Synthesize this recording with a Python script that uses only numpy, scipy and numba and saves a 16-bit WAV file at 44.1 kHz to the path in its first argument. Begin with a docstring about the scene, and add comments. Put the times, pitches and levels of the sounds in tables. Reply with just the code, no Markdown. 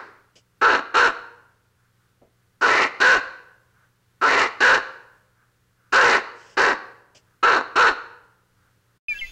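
"""A quiet echoing yard with a faint mains hum: a raven gives ten harsh caws, mostly in pairs.
Its syrinx beats unevenly into throat, mouth and beak resonances; air pressure, pitch and the opening
beak shape six kinds of caw, held down by a limiter. Feathers rustle, a foot shifts, far birds answer.
Near the end the yard falls silent and a songbird whistles in a breezy garden."""
import sys
import numpy as np
from scipy import signal
from scipy.fft import rfft, irfft, next_fast_len
from scipy.io import wavfile
from scipy.ndimage import uniform_filter1d, minimum_filter1d, map_coordinates
from numba import njit

SR = 44100
rng = np.random.default_rng(int(sys.argv[2]) if len(sys.argv) > 2 else 0)


def unload_wav(signal):
    """Save mono or channel-first audio to the path in sys.argv[1] as 16-bit WAV at rate SR, clipped to [-1, 1]."""
    wavfile.write(
        sys.argv[1],
        SR,
        np.round(np.clip(np.atleast_2d(signal).T, -1, 1) * 32767).astype(np.int16),
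    )


N = 410571
YARD_END_S, GARDEN_START_S = 8.975, 9.084

# mains hum partials: freq_hz, level_db
MAINS_HUM = [(59.5, -80), (119.5, -70), (181, -78.5)]
# yard air spectrum: freq_hz, relative_db
YARD_AIR_SPECTRUM = [(20, -14), (36, -10.5), (68, -14.5), (97, -2.5), (135, -12.5), (200, -17), (320, -18),
                     (500, -17.5), (650, -26), (1100, -21), (1450, -18.5), (2300, -26.5), (15500, -36)]
# feather rustles: start_s, length_s, rise_s, level_db
RUSTLES = [(0.354, 0.032, 0.00195, -54), (6.34, 0.2, 0.032, -56.5), (7.148, 0.027, 0.00091, -51.5)]
# rustle spectrum: freq_hz, relative_db
FEATHER_SPECTRUM = [(20, -34), (100, 0.5), (280, 1), (600, 6), (1000, -13), (2200, -4.5), (3000, 5.5),
                    (3900, -9.5), (5000, 3.5), (8000, -6.5), (10000, -28), (15000, -47)]
# raven calls: start_s, kind
CAWS = [(0.613, "falling"), (0.941, "short"), (2.611, "long"), (3.001, "short high"), (4.213, "long"),
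        (4.603, "short high"), (5.923, "long high"), (6.569, "hoarse"), (7.427, "falling"),
        (7.756, "short")]
# caw shapes: kind, length_s, gain_db, swell_s, sag_db_per_s, top_hz, late_hz, mouth_hz, mouth_db,
# open_at_s, gape_fraction, beak_db, beak_end_hz, rasp_db, sizzle_re_rasp_db, puff_db
CAW_KINDS = [ ("falling", .184, -21, 0.006, 14, 500, 310, 1440, 9.7, .06, 0.59, -14, 1500, -4.5, -13.5, -60.5),
             ("short", .162, -21.5, .008, 8.2, 508, 455, 1457, 9, .12, .25, -8, 1600, -2.3, -7, -43.5),
             ("long", .262, -24, .012, 0, 470, 400, 1445, 12, .037, .9, -11, 1980, -4, -3.7, -59),
             ("short high", 0.18, -20.5, 0.014, 7.33, 518, 507.3, 1540, 10.4, 0.099, 0.21, -7.5, 1600, -1, -4.5, -44),
             ("long high", .268, -20, 0.0065, 10, 535, 445, 1480, 10.5, .095, .62, -7, 1850, -2.5, -2.5, -56),
             ("hoarse", .182, -18, .028, 38, 520, 350, 1560, 8.5, 0.0078, .5, -7, 1678, -4, -2.7, -54), ]
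# throat response: freq_hz, relative_db
THROAT_SPECTRUM = [(20, -49), (110, -33.5), (165, -14.5), (270, -5.5), (400, -3), (510, -4.5), (640, -6),
                   (780, -6), (950, -1.5), (1150, 1), (1400, -4.5), (2200, -20.5), (3200, -57), (8000, -87)]
# membrane rasp spectrum: freq_hz, relative_db
RASP_SPECTRUM = [(1500, -29.5), (2300, 0), (2850, 4), (3350, -8.5), (3800, -1), (4300, -0.5), (4900, -5.5),
                 (5600, -9), (7100, -17.5), (8200, -30), (10000, -42), (15500, -57)]
# upper band of the rasp: freq_hz, relative_db
SIZZLE_SPECTRUM = [(2500, -42), (4600, 13.5), (5600, 5.5), (6300, 0.5), (7200, -3.5), (8200, -14),
                   (10000, -28), (15500, -41.5)]
# yard reverberation: freq_hz, t60_s
YARD_DECAY = [(200, .7), (500, 0.85), (1400, 0.75), (4000, 0.56), (7000, 0.62), (12000, 0.63)]
# standing waves between near walls: freq_hz, relative_db
WALL_MODES = [(393, -5), (510, -3), (665, -11), (895, -4), (958, -5.5), (1018, -11), (1326, 1.5),
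              (1500, -3.5), (1622, -1), (1700, -6), (1778, -2), (1880, -7.5), (1952, -9.5), (2030, -8.5)]
# distant answers: start_s, length_s, level_db
FAR_CAWS = [(1.76, 0.078, -68), (1.98, 0.082, -70), (3.717, 0.12, -61.5), (5.343, 0.089, -63),
            (5.756, 0.12, -66), (7.257, 0.088, -67), (8.55, 0.13, -66.5), (8.848, 0.074, -73)]
# garden air spectrum: freq_hz, relative_db
GARDEN_AIR_SPECTRUM = [(20, 2), (35, 0), (80, -21), (250, -30), (1200, -33), (2600, -17), (4000, -28),
                       (4870, -24), (5600, -33), (6300, -31), (6680, -23), (7100, -36), (8000, -42),
                       (15500, -39)]
# songbird glides: start_s, length_s, first_hz, last_hz, level_db
WHISTLES = [(9.084, .042, 2537, 2320, -24), (9.107, 0.026, 1805, 1730, -44.5),
            (9.141, 0.0342, 1683, 1640, -39.5), (9.152, 0.027, 2590, 2720, -38),
            (9.188, .014, 3380, 2940, -34.5), (9.209, 0.0022, 3270, 2680, -31),
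            (9.215, .019, 2188, 2105, -28.5), (9.238, .012, 2033, 2030, -34.5),
            (9.247, .042, 2580, 2600, -45.5), (9.274, .04, 3500, 3492, -53.5)]


def amp(db):
    """Decibels to gain."""
    return 10 ** (np.asarray(db) / 20)


def unit(x):
    """Scale to rms 1."""
    return x / np.sqrt(np.mean(x ** 2) + 1e-20)


def clock():
    """Sample times in seconds."""
    return np.arange(N) / SR


def along(points, hz):
    """Interpolate (freq_hz, value) points on a log axis."""
    knots_hz, values = np.transpose(points)
    return np.interp(np.log(hz + 1), np.log(knots_hz), values)


def wobble(rate_hz, n):
    """Smooth random curve, n samples."""
    knots = rng.standard_normal(int(n * rate_hz / SR) + 4)
    return map_coordinates(knots, [np.arange(n) * rate_hz / SR])


def gate(t, start_s, end_s, rise_s, fall_s):
    """Exponential rise from start_s, decay after end_s."""
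    attack = 1 - np.exp(-np.maximum(t - start_s, 0) / rise_s)
    return attack * np.exp(-np.maximum(t - end_s, 0) / fall_s)


def coloured(x, spectrum):
    """Minimum-phase filter; output rms 1."""
    m = 2 * next_fast_len(len(x) // 2 + 4096)
    cepstrum = irfft(np.log(amp(along(spectrum, np.fft.rfftfreq(m, 1 / SR)))))
    cepstrum[1:m // 2] *= 2
    cepstrum[m // 2 + 1:] = 0
    return unit(irfft(rfft(x, m) * np.exp(rfft(cepstrum)))[:len(x)])


def noise(spectrum, n=N):
    """Noise shaped by (freq_hz, relative_db) points; rms 1."""
    return coloured(rng.standard_normal(n), spectrum)


@njit
def resonate(x, turn_rad, damping):
    """Moving one-pole resonator; turn and damping per sample."""
    y, z = np.zeros(len(x)), 0j
    for i in range(len(x)):
        z = z * np.exp(1j * turn_rad[i] - damping) + x[i]
        y[i] = z.imag
    return y


def formant(x, hz, width_hz):
    """Two moving resonators in series; output rms 1."""
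    turn_rad, damping = 2 * np.pi * hz / SR, np.pi * width_hz / SR
    return unit(resonate(resonate(x, turn_rad, damping), turn_rad, damping))


def opening_echo(level_db=-37, t60_s=0.5955):
    """The yard still rings from an earlier caw."""
    ring = noise([(150, -24.5), (420, 1), (680, -9.5), (1000, -1.5), (1500, 1), (2200, -11),
                  (3400, -28.5), (4300, -21.5), (8000, -43), (12000, -58)])
    return amp(level_db - 60 * clock() / t60_s) * ring


def hum_and_air(air_db=-67):
    """Slightly unsteady mains hum in faint yard air."""
    t = clock()
    hum = sum(amp(db) * np.sqrt(2) * np.sin(2 * np.pi * hz * t + .5 * wobble(13, N))
              for hz, db in MAINS_HUM)
    air = amp(air_db + 0.76 * wobble(5.8, N)) * noise(YARD_AIR_SPECTRUM)
    return (hum + air) * gate(t, 0, YARD_END_S, 0.0018, .005)


def feathers():
    """Ruffled feathers: short bursts of flickering noise."""
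    envelope = sum(amp(db) * gate(clock(), start_s, start_s + length_s, rise_s, 0.014)
                   for start_s, length_s, rise_s, db in RUSTLES)
    return envelope * amp(wobble(130, N)) * noise(FEATHER_SPECTRUM)


def syrinx(pitch_hz, rough, flutter_hz=105, flutter_cycles=.16, jitter_cycles=.11, shimmer_db=4):
    """Uneven pulses and pulsed air, their timing pulled by a slower vibration. Returns source, hiss."""
    n = len(pitch_hz)
    flutter = np.sin(2 * np.pi * np.cumsum(flutter_hz * (1 + .15 * wobble(60, n))) / SR)
    waver = 1 + .025 * wobble(55, n) + .06 * rough * wobble(130, n)
    cycles = np.cumsum(pitch_hz * waver) / SR + flutter_cycles * rough * flutter
    beats = np.arange(int(cycles[-1]))
    late, size = rng.standard_normal((400, 2))[:len(beats)].T * np.interp(beats, cycles, rough)
    pulse_at = np.interp(beats + jitter_cycles * late, cycles, np.arange(n)).astype(int)
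    pulses = np.bincount(pulse_at, amp(shimmer_db * size), n) / np.sqrt(pitch_hz)
    hiss = unit(rng.standard_normal(n) * (1 + np.cos(2 * np.pi * cycles)) ** 2)
    return unit(pulses - pulses.mean()) + 0.57 * rough * hiss, hiss


def caw(length_s, gain_db, swell_s, sag_db_per_s, top_hz, late_hz, mouth_hz, mouth_db,
        open_at_s, gape_fraction, beak_db, beak_end_hz, rasp_db, sizzle_re_rasp_db, puff_db):
    """A push of air drives the syrinx as the beak opens; pitch leaps, sags and collapses."""
    leap_s, opening_s, collapse_s, release_s = .04, .04, .04, .04
    start_hz, beak_start_hz = 309.9, 1700
    t = np.arange(0, .33, 1 / SR)
    n = len(t)
    release = np.clip((t - length_s) / release_s + 1, 0, 1)
    pressure_db = -4.5 * np.exp(-t / swell_s) - sag_db_per_s * t - 6.5 * release
    opening = gape_fraction * np.clip((t - open_at_s) / opening_s, 0, 1)
    pitch_hz = np.interp(t, [0, leap_s, length_s - collapse_s, length_s],
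                         [start_hz, top_hz, late_hz, .55 * late_hz])
    # an open beak roughens the voice and shifts the ring from mouth to beak
    source, hiss = syrinx(pitch_hz, rough=.5 + .48 * opening)
    throat = amp(pressure_db) * coloured(source, THROAT_SPECTRUM)
    build_db = -4.5 * np.exp(-t / 0.025)
    mouth = formant(source, mouth_hz * (1 + 0.034 * wobble(40, n)), width_hz=370)
    mouth *= amp(mouth_db + 2.5 * pressure_db - 13 * opening + build_db)
    beak_hz = np.interp(t, [0, length_s], [beak_start_hz, beak_end_hz])
    beak = formant(source + 1.4 * hiss, beak_hz, width_hz=560)
    beak *= amp(beak_db + 1.5 * pressure_db + 16.5 * opening)
    beak = signal.sosfilt(signal.butter(2, 50, "high", fs=SR, output="sos"), beak)
    # membranes slap in uneven bursts: the treble rattles
    slaps = (source + 0.94 * hiss) * amp(2 * wobble(190, n))
    rasp = coloured(slaps, RASP_SPECTRUM) + amp(sizzle_re_rasp_db) * coloured(slaps, SIZZLE_SPECTRUM)
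    rasp *= amp(rasp_db + 2 * pressure_db)
    puff = amp(puff_db) * noise([(35, -5.5), (70, -12.5), (150, -15), (400, -62)], n)
    puff *= gate(t, length_s - .11, length_s, 0.063, .02)
    voice = amp(gain_db) * (mouth + throat + beak + rasp)
    return (voice + puff) * gate(t, 0, length_s, 0.00055, 0.011)


def raven():
    """All caws at their start times."""
    shapes = {kind: shape for kind, *shape in CAW_KINDS}
    out = np.zeros(N)
    for start_s, kind in CAWS:
        call = caw(*shapes[kind])
        out[round(start_s * SR):][:len(call)] += call
    return out


def scattered(x, spread_s=.0016, spacing_hz=350):
    """Perch and ground scatter each pulse: a random delay per frequency."""
    m = next_fast_len(N + 4096)
    hz = np.fft.rfftfreq(m, 1 / SR)
    knots_hz = np.arange(0, SR / 2, spacing_hz)
    delay_s = spread_s * np.interp(hz, knots_hz, np.abs(rng.standard_normal(len(knots_hz))))
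    return irfft(rfft(x, m) * np.exp(-2j * np.pi * np.cumsum(delay_s) * hz[1]), m)[:N]


def yard_echo(x, walls_db=-10, tail_db=-20, modes_db=-2, mode_width_hz=26):
    """Near walls thicken and colour each call; the yard rings on."""
    hz, t, spectra = signal.stft(rng.standard_normal(SR), SR, nperseg=256)
    colour_db = along([(200, -3.5), (450, -5), (1500, -4), (2800, -2.5), (3400, -6), (4200, 1),
                       (5500, -7.5), (7000, -8.5), (12000, -9)], hz)[:, None]
    t60_s = along(YARD_DECAY, hz)[:, None]
    tail = signal.istft(spectra * amp(colour_db - 60 * t / t60_s), SR, nperseg=256)[1]
    lag_s = np.arange(len(tail)) / SR
    tail *= gate(lag_s, 0.019, 1, 0.017, 1)
    walls = rng.standard_normal(len(lag_s)) * gate(lag_s, 0.003, 0.0024, 0.00091, 0.011)
    decay_per_s = np.pi * mode_width_hz
    modes = sum(amp(db) * np.cos(2 * np.pi * mode_hz * lag_s) for mode_hz, db in WALL_MODES)
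    modes *= amp(modes_db) * np.exp(-decay_per_s * lag_s) * 2 * decay_per_s / SR
    tail *= amp(tail_db) / np.linalg.norm(tail)
    walls *= amp(walls_db) / np.linalg.norm(walls)
    return signal.fftconvolve(x, tail + walls + modes)[:N]


def far_caws():
    """Distance leaves only the blurred main resonance of each answer."""
    t = clock()
    envelope = sum(amp(db) * gate(t, start_s, start_s + length_s, 0.042, 0.052)
                   for start_s, length_s, db in FAR_CAWS)
    blur = noise([(400, -25.5), (1000, -12.5), (1400, -2), (1580, -2), (1900, -15), (4000, -36)])
    return envelope * blur * gate(t, 0, YARD_END_S, .002, .005)


def foot_shift(start_s=2.213, level_db=-49.5, t60_s=0.25):
    """A foot shifts on the perch: one dull thud."""
    t = clock()
    decay = amp(level_db - 60 * np.maximum(t - start_s, 0) / t60_s)
    thud = noise([(100, -8.5), (250, -3), (600, 1), (1100, -18), (4000, -38), (10000, -53)])
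    return decay * thud * gate(t, start_s, t[-1], 0.0025, 1)


def breeze(level_db=-44):
    """Garden air rumbles and hisses."""
    return amp(level_db) * noise(GARDEN_AIR_SPECTRUM) * gate(clock(), GARDEN_START_S, N / SR, 0.0023, 1)


def songbird(rise_s=0.0007, fall_s=0.0076, overtone_db=-31):
    """Nearly pure gliding whistles."""
    t = clock()
    out = np.zeros(N)
    for start_s, length_s, first_hz, last_hz, db in WHISTLES:
        end_s = start_s + length_s
        pitch_hz = np.interp(t, [start_s, end_s], [first_hz, last_hz]) * (1 + 0.0023 * wobble(280, N))
        phase = 2 * np.pi * np.cumsum(pitch_hz) / SR
        tone = np.sin(phase) + amp(overtone_db) * np.sin(2 * phase)
        out += amp(db) * np.sqrt(2) * tone * gate(t, start_s, end_s, rise_s, fall_s)
    return out


def scene(song_left_db=1.1, song_lag_samples=3):
    """Raven, yard and breeze centred; songbird slightly louder and later on the left."""
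    voice = amp(-1) * scattered(raven())
    centre = voice + yard_echo(voice) + opening_echo() + foot_shift() + feathers()
    centre += far_caws() + hum_and_air() + breeze()
    song = songbird()
    left = amp(song_left_db / 2) * np.roll(song, song_lag_samples)
    right = amp(-song_left_db / 2) * song
    return centre + np.array([left, right])


def record(dry, ceiling=.44, knee=5, top_hz=15800):
    """Fast soft-knee limiter, then a brick-wall low-pass."""
    needed_gain = (1 + (np.abs(dry).max(axis=0) / ceiling) ** knee) ** (-1 / knee)
    held_gain = minimum_filter1d(needed_gain, size=61)
    gain = uniform_filter1d(uniform_filter1d(held_gain, size=37), size=25)
    return irfft(rfft(dry * gain) * (np.fft.rfftfreq(N, 1 / SR) < top_hz), N)


dry = scene()
out = record(dry)
unload_wav(out)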